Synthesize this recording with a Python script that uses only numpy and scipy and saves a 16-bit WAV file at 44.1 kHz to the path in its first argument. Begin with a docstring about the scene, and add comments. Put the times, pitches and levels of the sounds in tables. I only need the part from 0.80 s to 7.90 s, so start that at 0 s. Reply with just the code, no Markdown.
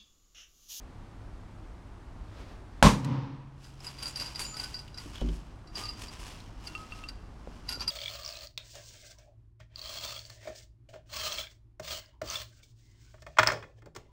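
"""A small pressure popper bursts open: sharp shocks, a blast of steam and grain into a cloth bag, a boom and an echo.
Then it is shaken out: handle links clink, scrape and squeak, and puffed grain rustles in the mesh.
Things thump on the table, and the steel bail pings. Knocks are ringing sines; steam, grain and air are coloured noise.
The bag swishes before the bang. The recorder's gain ducks under the bang and swells back under the echo."""
import sys
import numpy as np
from scipy import signal
from scipy.fft import rfft, irfft, next_fast_len
from scipy.io import wavfile
from scipy.ndimage import uniform_filter1d, minimum_filter1d

SR = 44100
rng = np.random.default_rng(int(sys.argv[2]) if len(sys.argv) > 2 else 0)


def master_out(mix):
    """Clip the mix to full scale and print it as 16-bit PCM to the path in sys.argv[1]."""
    frames = np.transpose(np.atleast_2d(mix))
    ceiling = np.clip(frames, -1, 1)
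    pcm = np.round(ceiling * 32767).astype(np.int16)
    wavfile.write(sys.argv[1], SR, pcm)


N = 313232
TIME = np.arange(N) / SR


def from_db(db):
    """Turn decibels into a gain."""
    return 10 ** (np.asarray(db) / 20)


def rms_one(x):
    """Scale a sound to rms 1."""
    return x / np.sqrt(np.mean(x ** 2) + 1e-20)


def at_hz(points, hz):
    """Read a curve between its points, along a log-frequency axis."""
    f, value = np.transpose(points)
    return np.interp(np.log(hz + 1e-9), np.log(f), value)


def add(out, s, sound):
    """Mix a sound in, starting at s seconds."""
    start = round(s * SR)
    out[start:start + len(sound)] += sound[:max(N - start, 0)]


def colour(x, spectrum):
    """Shape a noise to a spectrum, drop what lies below 15 Hz, and scale to rms 1."""
    size = next_fast_len(len(x))
    hz = np.arange(size // 2 + 1) * SR / size
    shaped = rfft(x, size) * from_db(at_hz(spectrum, hz)) * (hz > 15)
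    return rms_one(irfft(shaped, size)[:len(x)])


def fade(t, t60):
    """Die away smoothly, by 60 dB in t60 seconds."""
    return np.exp(-np.log(1000) * t / t60)


def surge(peak_s, rise_s, t60):
    """Climb 20 dB in the rise time, peak at 1, then die away."""
    t = TIME - peak_s
    level_db = np.minimum(20 * t / rise_s, -60 * t / t60)
    return from_db(np.maximum(level_db, -200))


def ring(x, hz, t60):
    """A resonance: a click of size 1 sets a dying sine of about height 1 ringing."""
    r, w = fade(1 / SR, t60), 2 * np.pi * hz / SR
    return signal.lfilter([0, np.sin(w)], [1, -2 * r * np.cos(w), r * r], x + 1e-18)


def strike(times, levels_db, modes, spread_db):
    """Blows on one body: each excites every mode with a random strength and sign."""
    out = np.zeros(N)
    at = np.minimum(np.round(np.asarray(times) * SR).astype(int), N - 1)
    for hz, mode_db, t60 in modes:
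        clicks = np.zeros(N)
        sizes_db = levels_db + mode_db + spread_db * rng.standard_normal(len(at))
        clicks[at] = from_db(sizes_db) * rng.choice([-1, 1], len(at))
        out += ring(clicks, hz, t60)
    return out


def grains(per_s, spread_db):
    """Tiny contacts at random moments, of uneven size and random sign."""
    sizes = from_db(spread_db * np.minimum(rng.exponential(1, N), 4))
    return (rng.random(N) < per_s / SR) * sizes * rng.choice([-1, 1], N)


def dying_noise(spectrum, t60s, hold):
    """Two seconds of noise that starts near rms 1, holds, then dies at a different pace in each band."""
    t = TIME[:2 * SR]
    bins = rfft(colour(rng.standard_normal(len(t)), spectrum))
    hz, centres = np.arange(len(bins)) * SR / len(t), np.geomspace(30, 16000, 14)
    out = np.zeros(len(t))
    for f, row in zip(centres, np.eye(len(centres))):
        band = irfft(bins * np.interp(hz, centres, row))
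        out += band * fade(np.maximum(t - hold, 0), at_hz(t60s, f))
    return out


# steel on steel, spectrum shape: [f/Hz, level/dB per Hz]
TICK_SPECTRUM = [(900, -2), (2500, 8), (5200, 1), (7000, 2), (10500, -7.5), (13000, -13.5), (16000, -19)]


def tick(t60, grit_db=3.0):
    """A hard contact: a short burst of uneven tiny impacts."""
    t = TIME[:SR // 8]
    impacts = rng.standard_normal(len(t))
    # each grit value lasts 32 samples
    grit = np.repeat(rng.standard_normal(len(t)), 32)[:len(t)]
    return colour(impacts * from_db(grit_db * grit), TICK_SPECTRUM) * fade(t, t60)


# room air, spectrum shape: [f/Hz, level/dB per Hz]
AIR_SPECTRUM = [(12, -41), (20, -8), (32, -2.5), (55, -2), (107, -12.5), (130, -15), (163, -14), (198, -16),
                (293, -16.5), (485, -26), (738, -24.5), (1190, -27), (2600, -40), (8890, -51.5),
                (16000, -70.5)]
# distant machinery: [f/Hz, width/Hz, level/dB]
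HUMS = [(47.4, 8.8, -52), (103.3, 4.87, -56), (307, 30, -72)]


def background(air_db=-47.5):
    """Room air is steady noise; each distant hum is noise through a narrow resonance."""
    hum = np.zeros(N)
    for hz, width, level_db in HUMS:
        t60 = np.log(1000) / np.pi / width
        # the first second is dropped so that the hum is already under way
        steady = ring(rng.standard_normal(N + SR), hz, t60)[SR:]
        hum += from_db(level_db) * rms_one(steady)
    return from_db(air_db) * colour(rng.standard_normal(N), AIR_SPECTRUM) + hum


# how long the room rings on: [f/Hz, t60/s]
ROOM_T60 = [(60, 0.81), (250, 0.83), (1000, 0.86), (3000, 0.93), (6000, 0.82), (12000, 0.45)]


def room(x, wet_db=-18.0):
    """The walls smear the small sounds into a dense tail, like noise that dies away."""
    response = dying_noise([(100, 1.5), (5000, -10.0), (15000, -4.5)], ROOM_T60, 0)
    response /= np.sqrt(np.sum(response ** 2))
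    return from_db(wet_db) * signal.fftconvolve(x, response)[:N]


# the bag swishing as it is swung: [t/s, level/dB]
SWING = [(0, -64.5), (1.35, -68), (1.52, -58.5), (1.61, -50), (1.66, -56), (1.72, -54.5), (1.85, -68),
         (2.0, -60), (2.1, -100)]
# swish of the cloth, spectrum shape: [f/Hz, level/dB per Hz]
CLOTH_SPECTRUM = [(300, 1), (620, 0.5), (850, -3), (2000, -8), (5000, -15), (8000, -25), (15000, -38.5)]
# each shake sets the grain sliding, levels before the overall trims:
# [peak t/s, rise/s, t60/s, rustle level/dB, crisp hiss level/dB]
SHAKES = [(2.85, 0.12, 0.73, -58, -60.5), (3.054, 0.095, 0.79, -50, -52.5), (3.235, 0.095, .5, -46, -54),
          (3.28, .04, 0.24, -50.5, -43), (3.42, 0.12, 0.81, -45.5, -50.5),
          (3.603, 0.04, 0.46, -44.5, -41.5), (3.804, 0.15, 1.02, -49.5, -50),
          (4.2, 0.052, 1.75, -55.5, -59.5), (4.35, 0.034, 0.93, -54.5, -76),
          (4.55, 0.17, 0.41, -61.5, -62.5), (4.981, 0.046, 0.63, -45.5, -48),
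          (5.224, 0.093, 0.34, -49, -52), (5.33, 0.05, .4, -53, -58.5), (5.399, 0.035, .6, -54, -56),
          (5.47, 0.12, 0.94, -53, -58), (5.85, 0.1, 1.2, -57, -63.5), (6.01, 0.21, 0.54, -58.5, -65),
          (6.17, 0.21, 0.88, -58, -66.5), (6.76, 0.44, 1.3, -65.5, -76), (6.92, 0.073, 0.21, -50.5, -53),
          (7.025, .045, 0.14, -45, -65)]
# grain rustling, spectrum shape: [f/Hz, level/dB per Hz]
RUSTLE_SPECTRUM = [(250, 0), (600, -2), (1000, 3.5), (1400, -2), (1900, -3.5), (2900, 1.5), (3700, -5),
                   (5300, -2), (7000, -10.5), (11000, -25.5)]
# crisp hiss of the grain, spectrum shape: [f/Hz, level/dB per Hz]
CRISP_SPECTRUM = [(3000, -7), (5500, -3.5), (7500, 1.5), (10000, -3), (11500, -7), (13500, -16),
                  (16000, -22)]
CRISP_EXPONENT = 1.5   # the hiss swells later and dies sooner than the rustle


def bag(rustle_db=4.5, crisp_db=2.0, clump_db=1.5):
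    """Cloth swishes; at each shake puffed grains rub on each other and the mesh, slipping in small clumps."""
    rustle, crisp = np.zeros(N), np.zeros(N)
    for s, rise, t60, level_db, hiss_db in SHAKES:
        flow = surge(s, rise, t60)
        rustle = np.hypot(rustle, from_db(level_db) * flow)
        crisp = np.hypot(crisp, from_db(hiss_db) * flow ** CRISP_EXPONENT)
    unevenness = colour(rng.standard_normal(N), [(120, 0), (400, -24), (2000, -80)])
    clumps = from_db(clump_db * unevenness)
    swing_s, swing_db = np.transpose(SWING)
    swing = from_db(np.interp(TIME, swing_s, swing_db, left=-120, right=-120))
    swish = swing * colour(rng.standard_normal(N), CLOTH_SPECTRUM)
    rubbing = from_db(rustle_db) * rustle * colour(grains(per_s=4000, spread_db=2.0), RUSTLE_SPECTRUM)
    crackle = from_db(crisp_db) * crisp * colour(grains(per_s=3600, spread_db=1.0), CRISP_SPECTRUM)
    return swish + clumps * (rubbing + crackle)


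# links and bail slipping in their pivots: [t/s, length/s, peak level/dB, f/Hz]
SQUEAKS = [(3.25, 0.09, -53, 7060), (3.632, 0.13, -41, 7060), (3.716, .06, -47, 1285),
           (3.798, 0.087, -45.5, 1500), (4.372, 0.075, -51, 3010), (4.975, 0.14, -47, 1218),
           (5.951, 0.11, -47, 1273), (6.13, .16, -52.5, 1276), (6.888, 0.091, -49.5, 1454)]
SQUEAK_WAVER_HZ, SQUEAK_SWELL = 11, 0.8   # rms pitch waver; shape of the swell (exponent)


def squeaks():
    """Steel slipping on steel: a thin wavering tone that swells and fades with each slip."""
    out = np.zeros(N)
    waver = SQUEAK_WAVER_HZ * colour(rng.standard_normal(N), [(40, 0), (200, -40), (2000, -100)])
    for s, length, peak_db, hz in SQUEAKS:
        progress = np.clip((TIME - s) / length, 0, 1)
        swell = np.abs(np.sin(np.pi * progress)) ** SQUEAK_SWELL
        out += from_db(peak_db) * swell * np.sin(2 * np.pi * np.cumsum(hz + waver) / SR)
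    return out


# loose kernels and small dry contacts, level before the tick and body trims: [t/s, level/dB, f/Hz]
PATTER = [(3.004, -38.5, 5180), (4.0786, -41.5, 2900), (4.3557, -37.5, 3330), (4.363, -40, 3350),
          (4.3793, -40, 3330), (4.411, -36.5, 3370), (4.4882, -38, 3070), (4.9788, -36, 4900),
          (5.5038, -42, 3500), (5.6022, -42, 4100), (5.661, -49, 3030), (6.105, -50, 3800)]


def patter(tick_db=-8.0, body_db=-3.5):
    """Dry little hits that barely ring: a tick with a broad resonance."""
    out, t = np.zeros(N), TIME[:SR // 8]
    for s, level_db, hz in PATTER:
        body = rms_one(ring(rng.standard_normal(len(t)), hz, t60=0.008)) * fade(t, t60=0.038)
        hit = from_db(tick_db) * tick(t60=0.019) + from_db(body_db) * body
        add(out, s, from_db(level_db) * hit)
    return out


# the bail tapping its stop, level before the mode levels: [t/s, level/dB]
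TAPS = [(5.951, -32.5), (6.1218, -38.5), (6.2384, -40.5)]
# ringing modes of the bail, relative levels: [f/Hz, level/dB, t60/s]
BAIL_MODES = [(1246, -7, 0.14), (2725, 3.5, 0.07), (4630, -19, 0.11), (8250, -27, 0.21)]


def bail(tick_db=-10.5):
    """The wire bail taps its stop and pings in a few modes, with a tick at each contact."""
    s, level_db = np.transpose(TAPS)
    out = strike(s, level_db, BAIL_MODES, spread_db=0.5)
    for s, level_db in TAPS:
        add(out, s, from_db(level_db + tick_db) * tick(t60=0.023))
    return out


# blows on the table, body level before the mode levels: [t/s, knock level/dB, body level/dB]
THUMPS = [(4.257, -59, -42.5), (4.4156, -23, -28), (4.421, -24, -44), (4.443, -42, -30.5),
          (4.487, -42, -34), (6.674, -26.5, -44), (6.974, -34.5, -64)]
# ringing modes of the table, relative levels: [f/Hz, level/dB, t60/s]
TABLE_MODES = [(48.55, -0.5, 0.74), (105.4, -9, 0.37), (164, -7, 0.33), (187, -9.5, 0.25),
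               (236.6, -9, 0.44), (291, -9.5, 0.26), (365, -10.5, 0.17), (450, -12.5, 0.11),
               (592, -17, 0.066), (770, -44, 0.06)]


def table(knock_hz=500, knock_t60=0.0097):
    """Each blow mixes a dead knock of a few cycles with the ringing of the whole table."""
    times, _, body_db = np.transpose(THUMPS)
    out, t = strike(times, body_db, TABLE_MODES, spread_db=3.5), TIME[:SR // 8]
    for s, knock_db, _ in THUMPS:
        add(out, s, from_db(knock_db) * np.sin(2 * np.pi * knock_hz * t) * fade(t, knock_t60))
    return out


def snap(s=2.2465, level_db=-18.5):
    """One dry snap amid the echo: a single hard contact."""
    out = np.zeros(N)
    add(out, s, from_db(level_db) * tick(t60=0.031))
    return out


# handle links knocking together, the hand damping some; levels before the overall trims:
# [t/s, ring level/dB, ring f/Hz, t60/s, tick level/dB]
CLINKS = [(2.8419, -48.5, 4960, 0.14, -67), (3.045, -38, 5100, .07, -46), (3.0674, -26.5, 4900, 0.068, -46),
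          (3.1852, -38, 4760, 0.19, -51), (3.2266, -28, 4740, 0.12, -35.5), (3.2568, -25.5, 4750, 0.1, -43),
          (3.359, -24, 4760, 0.091, -39), (3.373, -31.5, 4820, 0.061, -39.5),
          (3.3984, -23.5, 4800, 0.082, -38), (3.4114, -24, 4780, 0.076, -50),
          (3.461, -28, 4800, 0.066, -46), (3.5495, -32, 4790, 0.044, -51), (3.5575, -23, 4800, .04, -44),
          (3.5934, -33, 4740, 0.18, -33.5), (3.6152, -28.5, 4640, 0.13, -37),
          (3.6514, -32.5, 4790, 0.071, -52), (3.7421, -35, 4650, 0.1, -60),
          (3.7684, -29.5, 4890, 0.07, -41.5), (3.7985, -27.5, 4810, 0.052, -42),
          (3.8374, -28, 4880, 0.066, -40), (3.9432, -26.5, 4760, 0.083, -56),
          (3.9907, -35.5, 4870, 0.07, -51), (4.144, -40.5, 4860, .075, -63),
          (4.1754, -36, 4800, 0.042, -48), (4.1829, -31.5, 4800, 0.061, -54),
          (4.8735, -52, 4730, 0.16, -71), (4.955, -29, 4760, 0.11, -55), (5.037, -32, 4820, 0.084, -56),
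          (5.0543, -31, 4570, 0.07, -55), (5.0906, -31, 4830, .085, -53), (5.284, -39, 4770, 0.046, -59),
          (5.8724, -30, 4600, 0.026, -42.5), (6.2874, -30, 4700, 0.033, -46.5),
          (6.8903, -20.5, 4810, 0.048, -37.5), (6.913, -35, 4730, .06, -45), (6.925, -26, 4750, 0.073, -44),
          (6.9547, -39, 4700, 0.046, -56), (6.997, -37, 4450, .05, -58), (7.0065, -24, 4690, 0.053, -56),
          (7.0246, -38, 4960, 0.05, -56), (7.0783, -18, 4785, 0.081, -38.5)]
# ringing modes of the handle's steel frame, relative levels: [f/Hz, level/dB, t60/s]
FRAME_MODES = [(720, -20, .07), (975, -7, 0.052), (1915, -15, 0.019), (1963, -10.5, 0.072),
               (2760, -11.5, 0.27), (2850, -17, 0.11), (3140, -46, 0.063), (3955, -5.5, 0.058),
               (4340, -8, 0.073), (4460, -6, 0.058), (5270, -16, 0.074), (5490, 1.5, 0.03),
               (5700, -15, 0.04), (6000, -11.5, 0.089), (7200, -17, .1), (8470, -18, 0.11)]
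# the links scrape just before a knock and rattle on after it, for this many ring times
CHATTER_LEAD_S, CHATTER_LASTS = 0.0091, 3.05


def dragging(drag_db=-13.5, rattle_db=-8.5, rattle_share=0.38):
    """Around each knock the links chatter finely and rattle the frame, the more the harder it is."""
    chatter = grains(per_s=1100, spread_db=2.5)
    link_ring = rms_one(ring(chatter, 4730, 0.024) - ring(chatter, 4830, 0.084) + ring(chatter, 4830, 0.0098))
    frame = np.zeros(N)
    for k, (hz, mode_db, t60) in enumerate(FRAME_MODES):
        # neighbouring modes have opposite signs
        frame += (-1) ** k * from_db(mode_db) * ring(chatter, hz, rattle_share * t60)
    power = np.zeros(N)
    for s, level_db, _, t60, _ in CLINKS:
        power += (from_db(level_db) * surge(s, CHATTER_LEAD_S, CHATTER_LASTS * t60)) ** 2
    return from_db(drag_db) * np.sqrt(power) * (link_ring + from_db(rattle_db) * rms_one(frame))


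# the grip shifts the links' lowest mode and damps or frees the highest:
# [t/s, low mode f/Hz, top mode relative level/dB]
GRIP = [(3.05, 1510, -28), (3.25, 1370, -30), (3.45, 1570, -30), (3.58, 1397, -34), (3.83, 1533, -32.5),
        (4.18, 1440, -36), (4.951, 1220, -35), (6.29, 1520, -41), (6.89, 1426, -24), (7.08, 1300, -28)]
# crowded high modes of a hard knock, spectrum shape: [f/Hz, level/dB per Hz]
ZING_SPECTRUM = [(6000, -21), (8500, -1), (10600, 0), (11500, -11), (14000, -21)]
TOP_MODE_HZ = 11300
CONTACT_S = 0.00059   # time constant with which a knock sets a link ringing
FRAME_DB, FRAME_FOLLOWS = -34.5, 0.42   # frame at a 0 dB clink; share of the clink's dB that it follows


def links(ring_db=-1.5, tick_db=0.0, zing_db=-5.5, low_db=-6.5, split_hz=90, twin_db=-8,
          rebound_db=-12.0, rebound_s=0.0058):
    """Each link rings in a close pair of bending modes, a low and a top mode, rebounds, and shakes the frame."""
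    out, t = np.zeros(N), TIME[:SR // 3]
    times, levels_db, *_ = np.transpose(CLINKS)
    grip_s, lows_hz, tops_db = np.transpose(GRIP)
    shakes_db = FRAME_DB + FRAME_FOLLOWS * levels_db
    attack = 1 - np.exp(-t / CONTACT_S)
    chance = rng.uniform(-1, 1, (len(CLINKS), 3))
    for clink, shake_db, (split, late, neighbour) in zip(CLINKS, shakes_db, chance):
        s, level_db, hz, t60, contact_db = clink
        twin_hz = hz + split_hz * (1 + split / 2)
        pair = np.sin(2 * np.pi * hz * t) + from_db(twin_db) * np.sin(2 * np.pi * twin_hz * t)
        low_hz, top_db = np.interp(s, grip_s, lows_hz), np.interp(s, grip_s, tops_db)
        low = np.sin(2 * np.pi * low_hz * t) * fade(t, t60=0.24)
        top = np.sin(2 * np.pi * TOP_MODE_HZ * t) * attack * fade(t, t60=0.13)
        add(out, s, from_db(level_db + ring_db) * pair * attack * fade(t, t60))
        add(out, s, from_db(shake_db + low_db) * low)
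        add(out, s, from_db(level_db + top_db) * top)
        add(out, s, from_db(contact_db + tick_db) * tick(t60=0.055))
        zing = colour(rng.standard_normal(len(t)), ZING_SPECTRUM) * attack * fade(t, t60)
        add(out, s, from_db(contact_db + zing_db) * zing)
        # the rebound catches a neighbouring link of slightly different pitch
        second = np.sin(2 * np.pi * (hz + 230 * neighbour) * t) * attack * fade(t, t60=0.022)
        again = s + rebound_s * (1 + late / 2)
        add(out, again, from_db(level_db + rebound_db) * second)
        add(out, again, from_db(contact_db - 6) * tick(t60=0.013))
    return out + strike(times, shakes_db, FRAME_MODES, spread_db=4.0)


BANG_S = 2.0262
# pressure fronts as the lid flies open: [delay t/s, length/s, peak level/dB]
SHOCKS = [(0, 0.00061, 21), (.001, 0.00095, 21.5), (.0026, .0005, 7.5), (0.026, 0.00034, 3)]
# escaping steam, spectrum shape: [f/Hz, level/dB per Hz]
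JET_SPECTRUM = [(25, -12), (55, -7.5), (90, -8), (140, -7.5), (200, -2), (320, -15), (520, -13), (720, -19),
                (1080, -9.5), (1330, -20), (2000, -24), (6000, -28.5), (9000, -36), (16000, -56)]
# how fast the steam blast dies: [f/Hz, t60/s]
JET_T60 = [(40, 0.15), (200, 0.29), (1000, 0.25), (5000, 0.26), (14000, 0.28)]
# the room's answer to the bang, spectrum shape: [f/Hz, level/dB per Hz]
ECHO_SPECTRUM = [(35, -69), (60, -22), (140, -0.5), (179, -16), (277, -10), (332, -19.5), (364, -20),
                 (399, -30.5), (536, -20.5), (629, -33.5), (970, -20), (1400, -33.5), (2840, -40.5),
                 (5880, -47.5), (14000, -103.5)]
# low modes of bag, table and room set off by the blast: [f/Hz, level/dB, t60/s]
BOOM_MODES = [(50, 13.5, 0.29), (91.6, -20, 0.72), (133.7, 0.5, 0.84), (134, -40, 8.9), (161, -4, 0.68),
              (203.3, 9.5, 0.44), (243.5, -5, 0.63), (274.4, -8.5, 0.82), (469, -20.5, 0.72),
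              (603, -6.5, 0.34), (1096, -11, 0.29)]


def bang(jet_db=9.0, jet_hold=0.041, echo_db=-0.5, echo_rise=0.016, crack_db=8.0):
    """N-shaped shocks with a steel crack, the jet emptying the pot, the low boom and the room's echo."""
    out, t = np.zeros(N), TIME[:2 * SR]
    for delay, length, peak_db in SHOCKS:
        phase = TIME[:SR // 100] / length
        # pressure jumps up, plunges below rest, and recovers
        front = np.interp(phase, [0, .15, .7, 1, 1.4], [0, .55, 1, -1, 0])
        add(out, BANG_S + delay, from_db(peak_db) * front)
    add(out, BANG_S, from_db(crack_db) * tick(t60=0.026))
    jet = dying_noise(JET_SPECTRUM, JET_T60, jet_hold) * (1 - np.exp(-t / 0.0014))
    add(out, BANG_S, from_db(jet_db) * jet)
    echo = dying_noise(ECHO_SPECTRUM, ROOM_T60, 0) * (1 - np.exp(-t / echo_rise))
    add(out, BANG_S, from_db(echo_db) * echo)
    build_up = 1 - np.exp(-TIME / .012)   # the modes do not start at full height
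    for hz, mode_db, t60 in BOOM_MODES:
        add(out, BANG_S, from_db(mode_db) * np.sin(2 * np.pi * hz * TIME) * fade(TIME, t60) * build_up)
    return out


def scene():
    """The bang, the handling and the room, at one microphone."""
    handling = links() + dragging() + squeaks() + bail() + patter() + table() + bag() + snap()
    return (bang() + handling + room(handling) + background())[None]


def gain_control(x, ceiling_db=-.5, hold=0.15, release=0.067, slow_share=0.41, slow_release=1.0):
    """Gain ducks quickly when peaks pass the ceiling, waits, then returns: most of it fast, the rest slowly."""
    over_db = np.maximum(20 * np.log10(np.abs(x) + 1e-9) - ceiling_db, 1e-9)
    size = 2 * int(hold * SR / 2) + 1
    # the largest overshoot of the last moments is held
    held_db = -minimum_filter1d(-over_db, size, origin=size // 2, mode="constant")
    held = np.log(held_db + 1e-9)
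    # a running maximum on a tilted log scale makes an exponential return
    fast, slow = [np.exp(np.maximum.accumulate(held + TIME / tau) - TIME / tau) for tau in (release, slow_release)]
    cut_db = (1 - slow_share) * fast + slow_share * slow
    ahead = -minimum_filter1d(-cut_db, size=177)   # it looks two milliseconds ahead
    return x * from_db(-uniform_filter1d(ahead, size=89))


def record(dry, cutoff_hz=15900):
    """The recorder's automatic gain, then a steep filter that cuts the top."""
    low_pass = signal.ellip(10, .1, 80, cutoff_hz, fs=SR, output="sos")
    return signal.sosfilt(low_pass, gain_control(dry[0]))[None]


dry = scene()
out = record(dry)
master_out(out)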